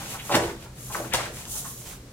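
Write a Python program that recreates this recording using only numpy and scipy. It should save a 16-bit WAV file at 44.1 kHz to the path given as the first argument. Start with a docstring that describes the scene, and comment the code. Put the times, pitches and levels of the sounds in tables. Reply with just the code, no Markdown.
"""Sparring on the mats

Two people in heavy cotton uniforms spar on foam mats in a training hall.
Blows thump as dull pitched bursts, sleeves crack as short noise crackles, hands and bare feet pat the mat,
and cloth swishes as swelling noise. Echoes fade in a fraction of a second over floor boom and low ventilation."""
import sys
import numpy as np
from scipy import signal
from scipy.fft import rfft, irfft
from scipy.io import wavfile
from scipy.ndimage import map_coordinates

SR = 44100
rng = np.random.default_rng(int(sys.argv[2]) if len(sys.argv) > 2 else 0)


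def to_wav(s):
    """Save 16-bit WAV."""
    ch = np.atleast_2d(s).T  # columns
    pcm = np.round(np.clip(ch, -1, 1) * 32767)  # PCM
    wavfile.write(sys.argv[1], SR, pcm.astype(np.int16))


N = 93536
T = np.arange(N) / SR
BURST_SIZE = 8192  # samples that hold one contact


def from_db(db):
    """Decibels to gain."""
    return 10 ** (np.asarray(db) / 20)


def rms_one(x):
    """Scale to unit rms."""
    return x / np.sqrt(np.mean(x ** 2) + 1e-20)


def bins(size):
    """Frequencies in Hz of a spectrum of that many samples, with zero raised to 1 Hz."""
    return np.maximum(np.fft.rfftfreq(size, 1 / SR), 1)


def at_hz(points, hz):
    """Read a table on a log-frequency axis."""
    table_hz, values = np.transpose(points)
    return np.interp(np.log(hz), np.log(table_hz), values)


def over_time(points):
    """Draw straight lines through a table of moments and values."""
    return np.interp(T, *np.transpose(points))


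def noise(gain):
    """Unit-rms noise with a given gain at each frequency."""
    white = rng.standard_normal(2 * len(gain) - 2)
    return rms_one(irfft(rfft(white) * gain))


def diffuse(gain):
    """Stereo noise from all round: alike in the bass, nearly unrelated in the treble."""
    # likeness of the two channels: pitch_hz, left_right_correlation [0-1]
    likeness = [(60, 1), (130, .9995), (260, 1), (520, 0.84), (1000, 0.39), (2000, 0.081), (16000, 0.025)]
    size = 2 * len(gain) - 2
    alike = np.clip(at_hz(likeness, bins(size)), -1, 1)
    mid, side = rfft(rng.standard_normal((2, size)))
    shared = np.sqrt(1 + alike) * mid
    opposed = np.sqrt(1 - alike) * side * [[1], [-1]]
    return rms_one(irfft(gain * (shared + opposed)))


def ventilation():
    """A steady rush of air with two wavering hum tones, each a narrow band of noise."""
    # hum tones: pitch_hz, level_db, width_hz
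    hum_tones = [(58.8, -57, 3.9), (123.5, -52.5, 8)]
    # colour of the rushing air: pitch_hz, relative_level_db [dB per Hz]
    air_colour = [(8, -30), (25, -10), (34, 0), (43, 0.5), (56, 1), (75, 0), (100, -5.5), (135, -5),
                  (170, -2.5), (230, -8), (320, -10), (500, -11.5), (800, -20.5), (1500, -21.5),
                  (3000, -25.5), (7000, -25.5), (16000, -37)]
    hz = bins(N)
    hum = sum(from_db(level_db) * diffuse(1 / (1 + (2 * (hz - pitch_hz) / width_hz) ** 2))
              for pitch_hz, level_db, width_hz in hum_tones)
    air_db = -46
    return hum + from_db(air_db) * diffuse(from_db(at_hz(air_colour, hz)))


def floor_boom():
    """Shifting weight keeps the floor booming softly: low noise that rises and sinks with the footwork."""
    # loudness of the boom: time_s, level_db
    boom_levels = [(0, -42), (.25, -48), (.5, -52), (.7, -49), (1.05, -42.5), (1.35, -47), (1.75, -50.5),
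                   (1.85, -52), (2.12, -60)]
    # colour of the boom: pitch_hz, relative_level_db [dB per Hz]
    boom_colour = [(50, -43), (90, -14.5), (122, 4), (160, -9.5), (215, -7), (300, -15.5), (600, -47),
                   (3000, -70)]
    return from_db(over_time(boom_levels)) * diffuse(from_db(at_hz(boom_colour, bins(N))))


def reflections():
    """The hall's answer from one spot: dense echoes die band by band, a few low resonances ring on."""
    # time for echoes to fall 60 dB: pitch_hz, t60_s
    decay_times = [(100, 0.74), (350, 0.49), (700, 0.24), (1500, 0.38), (4000, 0.2), (8000, 0.29),
                   (16000, 0.1)]
    # strength of the echoes: pitch_hz, relative_level_db
    echo_colour = [(100, 10), (350, 2.5), (700, 2.5), (1500, -1.5), (4000, -2.5), (8000, 5.5),
                   (16000, -5.5)]
    # resonances of the hall: pitch_hz, relative_level_db, t60_s
    resonances = [(337.6, -43.5, 0.35), (629, -66, 0.17), (679, -60, 0.69), (877, -56, 0.21)]
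    gap_s, build_s = 0.0014, 0.001
    tail_size = 32768
    t, centres = T[:tail_size], np.geomspace(60, 16000, 10)
    wash, tail = rfft(diffuse(np.ones(tail_size // 2 + 1))), 0
    build = 1 - np.exp(-np.maximum(t - gap_s, 0) / build_s)
    for hz, pick in zip(centres, np.eye(len(centres))):
        fade = build * from_db(-60 * t / at_hz(decay_times, hz))
        # overlapping triangles on a log-frequency axis split the wash into bands
        band_gain = np.interp(np.log(bins(tail_size)), np.log(centres), pick)
        band = irfft(wash * band_gain)
        tail = tail + band * from_db(at_hz(echo_colour, hz)) * rms_one(fade) / np.sqrt(tail_size)
    for hz, level_db, t60_s in resonances:
        tail = tail + np.sin(2 * np.pi * hz * t) * from_db(level_db - 60 * t / t60_s)
    return tail


def hall(x, wet_db):
    """Limbs keep moving, so the pattern of reflections keeps shifting between two spots."""
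    shift_hz = 3.22
    turn = 2 * np.pi * shift_hz * T
    wet = 0
    for share in (np.cos(turn), np.sin(turn)):
        wet = wet + signal.fftconvolve(reflections(), (x * share)[None], axes=1)[:, :N]
    return from_db(wet_db) * wet


def placed(x):
    """Place direct sound by arrival time and level as the action crosses the mat."""
    # head start of the left side, negative when late: time_s, lead_ms
    left_lead = [(0, 0.1), (.4, 0.092), (1.2, 0.099), (1.65, 0.11), (1.95, -0.032)]
    # balance: time_s, left_minus_right_db
    balance = [(0, 0.5), (.36, -0.5), (.95, 2.5), (1.138, 4.5), (1.2, 2.5), (1.55, 0.5), (1.95, -10)]
    lead_s = over_time(left_lead) / 1000
    pan_db = over_time(balance)
    right = map_coordinates(x, [(T - lead_s) * SR], order=5)
    return np.array([x * from_db(pan_db / 2), right * from_db(-pan_db / 2)])


def grain(rate_hz, depth_db, size):
    """Random flutter of gain as folds catch and let go."""
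    wander = np.clip(noise(1 / (1 + (bins(size) / rate_hz) ** 2)), -2, 2)
    return rms_one(from_db(depth_db * wander))


def rustle(power, colour, flutter, t60_s):
    """Moving cloth, heard directly and as a smooth wash that lingers in the hall."""
    wet_db = 4
    gain = from_db(at_hz(colour, bins(N)))
    keep = from_db(-120 / (t60_s * SR))  # power kept per sample: 60 dB down after t60_s
    lingering = signal.lfilter([1 - keep], [1, -keep], power, zi=[power[0]])[0]
    direct = placed(np.sqrt(power) * noise(gain) * flutter)
    wash = from_db(wet_db) * np.sqrt(lingering) * diffuse(gain)
    return direct + wash


def swishes():
    """Each sweep rises and falls: a fine hiss of weave over a coarser rub of folds."""
    # sweeps of sleeves and trouser legs, soles brushing the mat, levels before the trim:
    # peak_s, rise_s, fall_s, hiss_db, rub_db
    sweeps = [(.03, .07, 0.042, -44, -42.5), (0.109, 0.031, 0.042, -39.5, -40.5),
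              (.28, 0.051, 0.092, -42, -45.5), (.42, 0.017, 0.072, -45.5, -41),
              (.635, 0.039, 0.014, -53, -49.5), (.79, 0.027, 0.023, -51, -54),
              (.86, 0.053, 0.075, -43.5, -55.5), (0.936, 0.016, 0.038, -37, -40),
              (1.04, 0.064, 0.032, -44.5, -48), (1.2, 0.059, 0.055, -46.5, -36.5),
              (1.38, 0.048, 0.048, -43.5, -45), (1.525, 0.032, 0.022, -34, -55),
              (1.575, 0.023, 0.022, -32, -50), (1.665, .04, 0.054, -39.5, -54.5),
              (1.801, 0.055, 0.025, -44, -61), (1.885, 0.036, 0.043, -43.5, -48)]
    # colour of the weave: pitch_hz, relative_level_db [dB per Hz]
    hiss_colour = [(400, -37), (1500, -48), (3000, -7), (4800, -7), (6500, 2.5), (8500, 0), (10500, 0.5),
                   (13000, -2.5), (16000, -4.5)]
    # colour of the folds: pitch_hz, relative_level_db [dB per Hz]
    rub_colour = [(40, -44), (150, -9), (400, 2), (900, 4), (1600, -1), (2400, 2.5), (3600, 0),
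                  (5000, -2.5), (8000, -6), (16000, -61)]
    trim_db = -2.5
    hiss_power = rub_power = 0
    for peak_s, rise_s, fall_s, hiss_db, rub_db in sweeps:
        spread_s = np.where(T < peak_s, rise_s, fall_s)
        speed = np.exp(-.5 * ((T - peak_s) / spread_s) ** 2)
        hiss_power = hiss_power + (speed * from_db(hiss_db)) ** 2
        rub_power = rub_power + (speed * from_db(rub_db)) ** 2
    hiss = rustle(hiss_power, hiss_colour, grain(rate_hz=140, depth_db=2, size=N), t60_s=0.22)
    rub = rustle(rub_power, rub_colour, grain(rate_hz=130, depth_db=5.5, size=N), t60_s=0.21)
    return from_db(trim_db) * (hiss + rub)


def burst(source, time_s, level_db, swell_s, decay_s):
    """A contact swells up to its moment and dies away."""
    half = BURST_SIZE // 2
    t = (np.arange(BURST_SIZE) - half) / SR
    shape = np.exp(-np.maximum(-t / max(swell_s, 1e-4), t / max(decay_s, 1e-4)))
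    # the shape sets the energy, whatever the source happens to do at its peak
    contact = rms_one(source * shape) * np.sqrt(np.mean(shape ** 2))
    out, start = np.zeros(N + BURST_SIZE), int(time_s * SR)
    out[start:start + BURST_SIZE] = from_db(level_db) * contact
    return out[half:half + N]


def pop(hz, octaves):
    """Irregular vibration of even strength round one pitch."""
    band = 1 / (1 + (np.log2(bins(BURST_SIZE) / hz) / octaves / 1.39) ** 6)
    even = np.cos(np.angle(signal.hilbert(noise(band))))  # keeps the phase, flattens the envelope
    return irfft(rfft(even) * np.sqrt(band))


def pats():
    """Light contacts pop as trapped air escapes."""
    # light pats of hands, soles and loose folds, levels before the trim:
    # time_s, level_db, pitch_hz, swell_s, decay_s
    light_contacts = [(0.016, -42.5, 1100, 0.03, 0.027), (.148, -37, 1150, 0.0098, 0.015),
                      (0.199, -36, 2500, 0.0093, 0.013), (.346, -20.5, 1300, 0.0057, 0.021),
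                      (.505, -40, 1390, 0.057, 0.0075), (0.662, -44, 1130, 0.0043, .008),
                      (0.904, -38.5, 972, 0.0057, 0.016), (0.9478, -24.5, 1380, .001, 0.0045),
                      (0.9538, -18, 1300, .0008, 0.0015), (0.971, -36, 1070, .007, 0.014),
                      (1.047, -35.5, 1130, 0.0038, .009), (1.13, -29, 2200, 0.0081, .003),
                      (1.145, -24.5, 1470, 0.0064, 0.0046), (1.2, -30.5, 1530, 0.01, .012),
                      (1.262, -33.5, 1660, 0.0077, 0.0076), (1.466, -48, 972, 0.0074, 0.017),
                      (1.57, -46.5, 1030, 0.022, 0.02), (1.653, -38.5, 1124, 0.0051, 0.014),
                      (1.93, -46.5, 1100, 0.0031, .01)]
    trim_db, width_octaves = -.5, 0.51
    total = sum(burst(pop(pitch_hz, width_octaves), time_s, level_db, swell_s, decay_s)
                for time_s, level_db, pitch_hz, swell_s, decay_s in light_contacts)
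    return from_db(trim_db) * total


def slaps():
    """Cloth pulled taut cracks in a few milliseconds of crackle."""
    # cloth cracks as a strike lands, levels before the trim, tilt acting above 700 Hz:
    # time_s, level_db, swell_s, decay_s, tilt_db_per_octave
    cracks = [(.325, -29, 0.012, 0.01, -1), (0.3471, -24.5, 0.013, 0.0033, -1.5),
              (.3535, -16, 0.0021, 0.0013, 2), (.3575, -17.5, 0.0013, 0.001, 1),
              (0.363, -25.5, 0.001, 0.0024, -0.5), (.44, -33.5, 0.0034, 0.0027, -2),
              (1.106, -41, .0003, .0008, 7), (1.135, -27.5, .0004, 0.0062, 4.5),
              (1.138, -16.5, 0.0016, .0013, 2), (1.1479, -22, 0.0032, 0.0031, 1.5),
              (1.155, -22.5, .002, 0.0017, 2), (1.163, -41, 0.0012, 0.0038, 5),
              (1.256, -35, 0.001, 0.0022, 5), (1.454, -35.5, 0.00063, 0.0018, 1.5)]
    # colour before the tilt: pitch_hz, relative_level_db [dB per Hz]
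    crack_colour = [(40, -43), (150, 2), (400, -0.5), (900, -5), (1700, 3), (2800, 3), (4500, -0.5),
                    (7000, -7), (11000, -13), (14000, -15.5), (16000, -13.5)]
    trim_db = 2.5
    hz, out = bins(BURST_SIZE), 0
    for time_s, level_db, swell_s, decay_s, tilt in cracks:
        octaves_up = np.log2(np.maximum(hz / 700, 1))
        colour = from_db(at_hz(crack_colour, hz) + tilt * octaves_up)
        crackle = noise(colour) * grain(rate_hz=900, depth_db=1.0, size=BURST_SIZE)
        out = out + burst(crackle, time_s, level_db, swell_s, decay_s)
    return from_db(trim_db) * out


def thumps():
    """Soft, heavy contacts start at once and ring dully."""
    # padded blows on the body and heels on the mat, levels before the trim:
    # time_s, level_db, pitch_hz, decay_s
    blows = [(0.015, -40, 337, 0.014), (0.2956, -18.5, 810, 0.0015), (0.303, -16.5, 784, 0.0027),
             (0.314, -19.5, 734, 0.018), (.33, -23.5, 364, 0.04), (0.341, -21, 734, 0.036),
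             (.359, -32.5, 144, 0.016), (.372, -15, 650, 0.0039), (0.406, -20, 574, 0.0067),
             (0.437, -23, 342, 0.011), (.479, -31.5, 645, 0.012), (0.955, -35.5, 545, 0.042),
             (0.991, -41, 464, 0.0064), (1.001, -23, 504, 0.0061), (1.058, -41, 354, 0.023),
             (1.139, -23, 706, 0.021), (1.18, -34.5, 490, 0.032), (1.267, -38.5, 481, 0.041)]
    trim_db, width_octaves, attack_s = -2.5, .45, 0.00023
    total = sum(burst(pop(pitch_hz, width_octaves), time_s, level_db, attack_s, decay_s)
                for time_s, level_db, pitch_hz, decay_s in blows)
    return from_db(trim_db) * total


def scene():
    """The sparring pair, their hall and its hum."""
    contacts = [(slaps(), -1), (thumps(), -2.5), (pats(), -1)]  # each with its hall level in dB
    strikes = sum(placed(x) + hall(x, wet_db) for x, wet_db in contacts)
    return strikes + swishes() + floor_boom() + ventilation()


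def record(dry):
    """The top is cut steeply."""
    cutoff_hz = 15900
    return irfft(rfft(dry) / (1 + (bins(N) / cutoff_hz) ** 200), N)


dry = scene()
out = record(dry)
to_wav(out)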